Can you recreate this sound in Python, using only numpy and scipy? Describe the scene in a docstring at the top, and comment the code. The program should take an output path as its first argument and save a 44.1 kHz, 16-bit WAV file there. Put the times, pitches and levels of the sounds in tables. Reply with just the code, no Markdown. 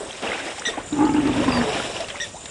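"""Water sloshes, bubbles and drips from the start as animals wade and drink at a waterhole, while insects
trill high over the far hiss of the plain: all shaped noise, with damped and gliding tones for the bubbles.
A wader gives a metallic chip of rattling tones. Then a deep rumble hums in steady low harmonics, and over it
an elephant rumbles: slow, uneven pulses of the vocal folds ring the throat's moving resonances.
A bird's whistle falls, a faint low coo pulses, and the wader chips again; these are gliding tones."""
import sys
import numpy as np
from scipy import signal
from scipy.fft import rfft, irfft, next_fast_len
from scipy.io import wavfile
from scipy.ndimage import uniform_filter1d, map_coordinates

SR = 44100
rng = np.random.default_rng(int(sys.argv[2]) if len(sys.argv) > 2 else 0)


def output_pcm(signal):
    """Save a mono or channel-first signal as 16-bit PCM at the path in sys.argv[1].

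    Samples are clipped to [-1, 1] before scaling.
    """
    pcm = np.clip(np.atleast_2d(signal).T, -1, 1) * 32767
    wavfile.write(sys.argv[1], SR, np.round(pcm).astype(np.int16))


N = 110250
T = np.arange(N) / SR  # time of every sample, s

# All table levels are relative: the functions add small trims to them.
# Far hiss of the plain: f/Hz, level per Hz/dB
PLAIN_SPECTRUM = [(15, -45), (25, 10.5), (439, -5), (695, -6), (1100, -9), (3760, -10), (4390, -14.5),
                  (7320, -8), (8750, -14.5), (11300, -25.5), (14700, -61), (22000, -120)]
# Insects: t/s, trill level/dB, upper band level/dB
INSECT_LEVELS = [(0, -62, -44), (.15, -64, -53.5), (.6, -48.5, -47.5), (.68, -57, -46.5), (.8, -60, -53),
                 (.88, -43, -48.5), (1.12, -46.5, -50), (1.25, -61, -50.5), (1.8, -55, -53),
                 (2.2, -52.5, -50.5), (2.32, -51.5, -52.5), (2.5, -41, -48)]
# Falling bird whistle: t/s, f/Hz, level/dB
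WHISTLE_PATH = [(1.508, 4890, -63), (1.512, 5030, -49), (1.518, 5000, -31), (1.53, 4713, -32),
                (1.566, 4760, -36), (1.592, 4480, -34), (1.606, 4300, -57)]
# Faint low coo: t/s, f/Hz, level/dB
COO_PATH = [(2.09, 545, -52), (2.146, 574.6, -37), (2.162, 564, -50), (2.184, 575, -35), (2.2, 570, -57),
            (2.212, 577, -38.5), (2.33, 585, -56)]
# The wader's chips: t/s, level/dB, f/Hz, time before the fade/s
CHIP_CALLS = [(.6528, -29.5, 1925, .034), (2.2, -32, 1885, .037)]
# Tones in a chip: multiple of f, level/dB, rattle knots per second, rattle depth,
# swell toward the crest/dB, time to fade by 60 dB/s
CHIP_PARTS = [(1, 5, 260, .6, 6, .07), (1.93, 4.5, 600, 1.0, 18, .14), (3.07, 2, 750, 1.1, 35, .1),
              (4.12, -10, 400, 1.1, 50, .05)]
# Moving water: t/s, gurgle level/dB, spray level/dB, fizz level/dB
SLOSH_LEVELS = [(0, -37, -67, -61), (.1, -39, -46, -56.5), (.21, -41.5, -41.5, -56),
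                (.23, -29.5, -34.5, -53), (.4, -34, -34.5, -53.5), (.53, -35, -39, -54),
                (.56, -42, -40.5, -53.5), (.64, -38, -43, -59.5), (.7, -38.5, -39.5, -49),
                (.8, -35.5, -41.5, -91), (.88, -46.5, -49, -61.5), (.97, -39, -43.5, -61),
                (1.25, -38.5, -38, -60.5), (1.38, -30, -34, -51), (1.6, -27, -34, -49.5),
                (1.69, -27, -34, -48.5), (1.82, -30, -35, -46.5), (1.95, -33, -44, -48.5),
                (2.03, -34, -45, -52.5), (2.065, -40.5, -47, -58.5), (2.1, -41, -36.5, -51.5),
                (2.15, -45, -42.5, -64), (2.25, -44.5, -45, -50.5), (2.32, -47.5, -79, -68.5),
                (2.5, -45, -47, -61)]
# Colours of the three water noises: f/Hz, level per Hz/dB
GURGLE_SPECTRUM = [(120, -46), (200, -12), (332, -7.5), (399, -8), (640, -6), (1000, -13), (1500, -17),
                   (1950, -16.5), (3300, -120)]
SPRAY_SPECTRUM = [(530, -42), (900, -4), (1010, -40), (1140, -11.5), (1360, -10.5), (2810, -2.5),
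                  (4500, -27.5), (5850, -42), (9900, -120)]
FIZZ_SPECTRUM = [(2240, -9.5), (3800, -6.5), (4330, -17.5), (5410, -9.5), (6220, -19.5), (7450, -13.5),
                 (10600, -24.5), (11200, -33), (14600, -51), (22000, -120)]
# Loud single bubbles: t/s, start f/Hz, end pitch over start pitch, length/s, peak level/dB
LOUD_BUBBLES = [(.005, 428, 0.93, 0.022, -27), (0.03, 560, 1.17, 0.011, -24.5),
                (0.581, 742, 1.28, 0.025, -31.5), (0.619, 1020, 2.5, 0.0088, -26.5),
                (0.672, 228, 1.3, 0.013, -27.5), (0.685, 433, 1.07, .022, -25),
                (0.736, 1070, 1.02, 0.03, -32), (.771, 576, 2.07, 0.031, -24.5),
                (.776, 285, 1.03, 0.022, -27), (1.654, 431, 1.01, 0.075, -23),
                (0.22, 600, 1.3, 0.0098, -33.5), (1.999, 615, 1.17, 0.03, -25.5),
                (2.141, 704, 2.13, 0.0215, -32.5), (2.343, 530, 1.93, 0.015, -33.5),
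                (2.353, 670, 1.83, 0.041, -37)]
# Drips: t/s, level/dB, start f/Hz
DRIP_TIMES = [(.109, -16.5, 3170), (0.129, -21, 3720), (0.318, -9.5, 2020), (0.401, -15.5, 1570),
              (0.596, -17.5, 5500), (0.596, -17.5, 6920), (.928, -18.5, 3690), (1.0525, -22, 4260),
              (1.138, -24, 4770), (1.334, -17.5, 3347), (2.457, -22, 3600), (1.523, -11, 2550),
              (1.572, -12, 1750), (1.613, -10, 1739), (1.799, -15, 1330), (1.966, -16.5, 2860),
              (2.044, -18, 2720), (2.103, -21, 2020), (2.103, -15.5, 3100), (2.157, -20, 2100)]
# Broad ticks of water: t/s, level/dB
TICKS = [(0.224, -21.5), (0.254, -23), (0.5826, -21.5), (1.273, -20), (2.0052, -18.5), (2.085, -22),
         (2.4562, -23)]
# Deep rumble: t/s, level/dB, pitch f/Hz
DEEP_PATH = [(0.85, -44, 24.28), (1.0, -33, 24.6), (1.598, -28, 24.49), (1.8, -41, 24.82),
             (2.132, -44, 24.16), (2.186, -67, 23.9), (2.25, -47, 24.73), (2.472, -54, 24.8),
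             (2.5, -34, 24.6)]
# Its harmonics: multiple of the pitch, level/dB
DEEP_HARMONICS = [(2, 2.5), (3, 0), (4, -3), (5, 3.5), (6, -10), (7, 0), (8, -11)]
# Chest resonances for its noise: f/Hz, width/Hz, level/dB
CHEST_RESONANCES = [(49.7, 26, -10.5), (127, 53, -5.5), (174, 97, -8)]
# Elephant's rumble: t/s, level/dB, level of the upper two resonances/dB
VOICE_LEVELS = [(0.9, -46, -24), (0.925, -22.5, -16), (0.952, -30, -7), (1.004, -17, -0.5),
                (1.064, -16, -4), (1.078, -21.5, 4.5), (1.126, -24.5, -4), (1.148, -17, -10.5),
                (1.166, -20.5, -4), (1.194, -15.5, -17), (1.214, -29, 3), (1.233, -19.5, -20),
                (1.29, -18.5, -4.5), (1.338, -26, -16), (1.364, -24.5, -6), (1.404, -18, -26),
                (1.448, -25, 3.5), (1.464, -21, -13), (1.487, -13, 0), (1.518, -22, -8), (1.572, -18.5, -1),
                (1.625, -18, -19), (1.65, -36, -9)]
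# Vocal folds: t/s, cycles per second f/Hz
FOLD_RATE = [(.92, 22.5), (.99, 26), (1.03, 26.5), (1.07, 19.5), (1.12, 18), (1.165, 28), (1.25, 27),
             (1.3, 22), (1.4, 27), (1.47, 22), (1.52, 20.5), (1.65, 28.2)]
# Throat: t/s, first, second and third resonance f/Hz, share of the first held as a tone (0-1)
THROAT_SHAPE = [(.9, 292, 847, 1200, .05), (1.03, 297, 862, 1200, .05), (1.1, 291, 863, 1300, 0.054),
                (1.2, 284, 874, 1880, .05), (1.28, 281, 894, 1850, .08), (1.4, 265.8, 1010, 1860, 0.12),
                (1.49, 258.4, 1036, 1850, 0.24), (1.52, 246.8, 1002, 1740, 0.98),
                (1.65, 236, 990, 1780, 0.98)]

PLAIN_DB = -36
TRILL_HZ, TRILL_WIDE_HZ, TRILL_PER_S, TRILL_DEPTH_DB = 7130, 350, 42, 3
UPPER_HZ, UPPER_WIDE_HZ = 8270, 1230
COO_PULSES_PER_S = 27.9
CHIP_WAVER, CHIP_CLICK_DB = 0.0122, 11  # random pitch waver (ratio), opening click
CHIP_CREST, CHIP_BEND = 0.5, 0.055  # when the pitch peaks (share of the hold), how far it sags
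CHIP_ECHO_T60_S, CHIP_ECHO_DB = 0.76, -19.5  # a t60 is the time to fade by 60 dB
BUBBLES_PER_S, BUBBLE_HZ, BUBBLE_DB = 500, 610.5, -3
DROPS_PER_S, DROP_HZ, DROP_DB = 1500, 2452, 0.5
TICK_T60_S, DRIP_CYCLES = 0.043, 22
LOW_NOISE_DB = -2.5  # noise in the deep rumble, against its tones
FIRST_PULSE_S, JITTER_S, SCATTER_DB = 0.923, 0.000903, 1.8  # jitter in time, scatter in level
SECOND_AT, SECOND_DB = 0.49, -1.4  # weaker second closure: share of the cycle, level
RING1_S, RING2_S, RING3_S, PUFF_S = 0.19, 0.074, 0.12, 0.11  # t60s of resonances and air puff
PUFF_DB, RASP_DB = -6.5, -6  # air puff; breath noise near the first resonance
FIRST_DB, RING2_DB, THIRD_DB, HELD_DB = 10.5, 4, -7, 3.5  # three resonances and the held tone
CLOSE_S = 0.0018  # time constant of the swap from old ringing to new
ECHO_T60_S, ECHO_DB = 0.11, -13.5
TOP_HZ = 11100


def amp(db):
    """Turn dB into gain."""
    return 10 ** (np.asarray(db) / 20)


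def unit(x):
    """Scale to an average strength (rms) of 1."""
    return x / np.sqrt(np.mean(x ** 2) + 1e-20)


def curves(rows, t=T):
    """Read each column after the time column, at times t."""
    s, *cols = np.transpose(rows)
    return [np.interp(t, s, c) for c in cols]


def gate(start_s, end_s, fade_s):
    """Stay at 1 between two times, with straight ramps inside the ends."""
    return np.clip(np.minimum(T - start_s, end_s - T) / fade_s, 0, 1)


def wobble(rate):
    """Draw a smooth random curve through rate knots a second."""
    return map_coordinates(rng.standard_normal(4096), [T * rate])


def filtered(x, response):
    """Shape x by a gain that depends on frequency."""
    m = next_fast_len(N + SR // 2)
    return irfft(rfft(x, m) * response(np.fft.rfftfreq(m, 1 / SR)), m)[:N]


def peak(f, hz, wide_hz):
    """One resonance: it passes sound near hz and weakens the rest."""
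    return 1j * f * wide_hz / (hz * hz - f * f + 1j * f * wide_hz)


def noise_through(response):
    """White noise through a filter, scaled to rms 1."""
    return unit(filtered(rng.standard_normal(N), response))


def rush(spectrum, patchy_db):
    """Coloured noise of rms 1, with patches of random gain in time and frequency."""
    z = signal.stft(rng.standard_normal(N + 512), nperseg=256)[2]
    patches = uniform_filter1d(rng.standard_normal(z.shape), 4, 0)
    patches = uniform_filter1d(patches, 5, 1)
    x = signal.istft(z * amp(patchy_db * unit(patches)), nperseg=256)[1][:N]
    f, db = np.transpose(spectrum)
    return unit(filtered(x, lambda hz: amp(np.interp(np.log(hz + 1), np.log(f), db, -120, -120))))


def rings(s, hz, gain, t60, rise=1, attack_s=0.00063, size=4096):
    """Damped sines, one for each start time; pitch climbs by the ratio rise over half the t60."""
    s, hz, gain, t60, rise = (np.asarray(v, float).reshape(-1, 1) for v in (s, hz, gain, t60, rise))
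    t = np.arange(size) / SR
    envelope = gain * amp(-60 * t / t60) * (1 - np.exp(-t / attack_s))
    wave = envelope * np.sin(2 * np.pi * hz * (t + (rise - 1) * t * t / t60))
    at = np.round(s * SR).astype(int) + np.arange(size)
    return np.bincount(at.ravel(), wave.ravel(), N + size)[:N]


def glide(rows, fade_s):
    """A pure tone along rows of time, pitch and level."""
    hz, db = curves(rows)
    tone = np.sin(2 * np.pi * np.cumsum(hz) / SR)
    return gate(rows[0][0], rows[-1][0], fade_s) * amp(db + 2.0) * tone


def echoes(x, t60):
    """The banks answer with a diffuse tail of fading noise."""
    t = np.arange(SR // 3) / SR
    tail = rng.standard_normal(len(t)) * amp(-60 * t / t60) * (t > 0.012)
    return signal.fftconvolve(x, tail / np.linalg.norm(tail))[:N]


def plain():
    """The far hiss: patchy coloured noise."""
    return amp(PLAIN_DB - 6) * rush(PLAIN_SPECTRUM, patchy_db=3.0)


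def insects():
    """A pulsing narrow trill and a broader band above it, both resonant noise."""
    trill_db, upper_db = curves(INSECT_LEVELS)
    trill = noise_through(lambda f: peak(f, TRILL_HZ, TRILL_WIDE_HZ) ** 2)
    upper = noise_through(lambda f: peak(f, UPPER_HZ, UPPER_WIDE_HZ) ** 2)
    pulse_db = TRILL_DEPTH_DB * np.sin(2 * np.pi * TRILL_PER_S * T)
    upper_db = upper_db + 0.82 * pulse_db + 0.9 * wobble(28.0)
    return amp(trill_db + pulse_db) * trill + amp(upper_db) * upper


def birds():
    """A falling whistle and a faint pulsing coo, each a pure gliding tone."""
    pulses = 1 + 0.5 * np.sin(2 * np.pi * COO_PULSES_PER_S * T)
    return glide(WHISTLE_PATH, fade_s=0.0041) + glide(COO_PATH, fade_s=0.018) * pulses


def chips():
    """Two rattling metallic chips open with a click; pitch arches, upper tones swell and trail off."""
    out = np.zeros(N)
    for s, db, hz, hold in CHIP_CALLS:
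        u = (T - s) / hold
        off_crest = (np.clip(u, 0, 1) - CHIP_CREST) ** 2
        sag = (np.clip(u, 0, 1.5) - CHIP_CREST) ** 2
        for multiple, tone_db, rate, depth, swell_db, t60 in CHIP_PARTS:
            attack = np.clip((T - s) / 0.0009, 0, 1)
            fade_db = -60 * np.maximum(T - s - hold, 0) / t60
            shape = attack * amp(-swell_db * off_crest + fade_db)
            bend = 1 - CHIP_BEND * sag + CHIP_WAVER * wobble(150)
            tone = np.sin(2 * np.pi * np.cumsum(hz * multiple * bend) / SR)
            rattle = 1 + depth * wobble(rate)
            out += shape * amp(db + tone_db) * rattle * tone
        out += rings(s, 2860, amp(db + CHIP_CLICK_DB), 0.014, attack_s=0.00044)
    return out + amp(CHIP_ECHO_DB) * echoes(out, CHIP_ECHO_T60_S)


def swarm(per_s, hz, spread, cycles, rise, size):
    """Random bubbles of rms 1 in all: pitches spread around hz, few loud and many soft."""
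    when, u1, u2, loud = rng.random((int(per_s * N / SR), 4)).T
    bell = np.sqrt(-2 * np.log(u1 + 1e-9)) * np.cos(2 * np.pi * u2)  # bell-curve draws
    pitch = np.clip(hz * np.exp(spread * bell), hz / 3, hz * 3)
    gain = amp(-4 * np.log(loud + 0.056))
    return unit(rings(when * N / SR, pitch, gain, cycles / pitch, rise, size=size))


def slosh():
    """Gurgle, spray and fizz surge as coloured noise, the first two with small bubbles in them."""
    low_db, mid_db, high_db = curves(SLOSH_LEVELS)
    bubbles = swarm(BUBBLES_PER_S, BUBBLE_HZ, 0.344, cycles=20.4, rise=1.408, size=2048)
    drops = swarm(DROPS_PER_S, DROP_HZ, 0.388, cycles=12.6, rise=1.104, size=640)
    gurgle = rush(GURGLE_SPECTRUM, patchy_db=2.0) + amp(BUBBLE_DB) * bubbles
    spray = rush(SPRAY_SPECTRUM, patchy_db=4.5) + amp(DROP_DB) * drops
    fizz = rush(FIZZ_SPECTRUM, patchy_db=2.16)
    surge_db = 1.26 * wobble(40.26)
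    out = amp(low_db - 1.0 + surge_db) * gurgle + amp(mid_db - 2.2 + surge_db) * spray
    return out + amp(high_db + 13.5 + 1.1 * surge_db) * fizz


def loud_bubbles():
    """Single bubbles: each a short tone that swells and fades as its pitch slides."""
    out = np.zeros(N)
    for s, hz, rise, length, db in LOUD_BUBBLES:
        u = np.clip((T - s) / length, 0, 1)
        cycles = hz * length * (u + (rise - 1) * u * u / 2)
        out += amp(db) * np.sin(np.pi * u ** 0.46) * np.sin(2 * np.pi * cycles)
    return out


def ticks():
    """Broad ticks of water: bursts of resonant noise that start at once and die away."""
    noise = noise_through(lambda f: peak(f, 2560, 3600) ** 2)
    return noise * sum((T > s) * amp(db - 8.5 - 60 * np.abs(T - s) / TICK_T60_S) for s, db in TICKS)


def drips():
    """Each drip is a damped tone with a slightly rising pitch."""
    s, db, hz = np.transpose(DRIP_TIMES)
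    t60 = DRIP_CYCLES / hz + 0.0069
    return rings(s, hz, amp(db - 2.5), t60, 1.094, attack_s=0.00044, size=2048)


def water():
    """All the water: sloshing, loud bubbles, ticks and drips."""
    return slosh() + loud_bubbles() + ticks() + drips()


def chest(f):
    """The chest's resonances, added with alternating sign and shaped by a broad one."""
    parts = sum((-1) ** j * amp(g) * peak(f, hz, wide) for j, (hz, wide, g) in enumerate(CHEST_RESONANCES))
    return parts * peak(f, 110, 230)


def deep_rumble():
    """Clean low harmonics of one slow pitch, with noise from the chest's resonances."""
    db, hz = curves(DEEP_PATH)
    phase = 2 * np.pi * np.cumsum(hz) / SR
    tones = sum(amp(g + 1.66 * wobble(8.94)) * np.cos(k * phase + 0.292 * k * k) for k, g in DEEP_HARMONICS)
    mix = unit(tones) + amp(LOW_NOISE_DB) * noise_through(chest)
    return gate(DEEP_PATH[0][0], DEEP_PATH[-1][0], 0.062) * amp(db - 2.5) * mix


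def rumble():
    """Two fold closures a cycle; each restarts the throat's ringing and lets out a puff of air."""
    phase = np.cumsum(curves(FOLD_RATE)[0] * (T > FIRST_PULSE_S)) / SR
    k = np.arange(48)  # closure number; odd ones are the second in their cycle
    luck = rng.standard_normal((len(k), 3))  # random timing, level and third pitch
    s = np.interp(k // 2 + SECOND_AT * (k % 2) + 1e-4, phase, T)
    s = np.sort(s + JITTER_S * luck[:, 0])
    last = np.clip(np.searchsorted(s, T) - 1, 0, None)  # latest closure at each sample
    db, upper_db = curves(VOICE_LEVELS)

    def time_since(j):
        """Seconds since closure j; before the first closure, 1 s, by which ringing has died."""
        return np.where(T > s[0], T - s[j], 1)

    def rung(j):
        """The three resonances as closure j left them ringing."""
        since = time_since(j)
        hz1, hz2, hz3, share = curves(THROAT_SHAPE, s[j])
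        hz3 = hz3 * (1 + 0.0325 * luck[j, 2])
        ring = lambda hz, t60: amp(-60 * since / t60) * np.sin(2 * np.pi * hz * since)
        wave = (1 - np.clip(share, 0, 1)) * amp(FIRST_DB + SECOND_DB * (j % 2)) * ring(hz1, RING1_S)
        wave += amp(upper_db + RING2_DB) * ring(hz2, RING2_S)
        wave += amp(upper_db + THIRD_DB) * ring(hz3, RING3_S)
        return -amp(SCATTER_DB * luck[j, 1]) * wave

    since = time_since(last)
    old = np.exp(-since / CLOSE_S)  # what is left of the ringing before
    hz, *_, share = curves(THROAT_SHAPE)
    share = np.clip(share, 0, 1)
    held = share * amp(HELD_DB + 1.4 * wobble(29.4)) * np.sin(2 * np.pi * np.cumsum(hz) / SR)
    air = noise_through(lambda f: peak(f, 315, 330) + 0.5 * peak(f, 1120, 730))
    rasp = noise_through(lambda f: peak(f, 265, 110) ** 2)
    throat = (1 - old) * rung(last) + old * (last > 0) * rung(np.maximum(last - 1, 0)) + held
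    throat += amp(PUFF_DB - 60 * since / PUFF_S) * air
    throat += amp(RASP_DB) * (1 - share) * rasp
    throat *= gate(VOICE_LEVELS[0][0], VOICE_LEVELS[-1][0], 0.024) * amp(db)
    return filtered(throat, lambda f: peak(f, 650, 2200) ** 3)


def scene():
    """Add the background, the water, and the calls with their echoes."""
    far = plain() + insects()
    calls = birds() + rumble()
    echoed = calls + amp(ECHO_DB) * echoes(calls, ECHO_T60_S)
    return (far + chips() + water() + deep_rumble() + echoed)[None]


def record(dry):
    """The microphone weakens the deepest bass; nothing passes above the band limit."""
    return filtered(dry[0], lambda hz: (hz < TOP_HZ) * (1j * hz / (42 + 1j * hz)) ** 2)[None]


dry = scene()
out = record(dry)
output_pcm(out)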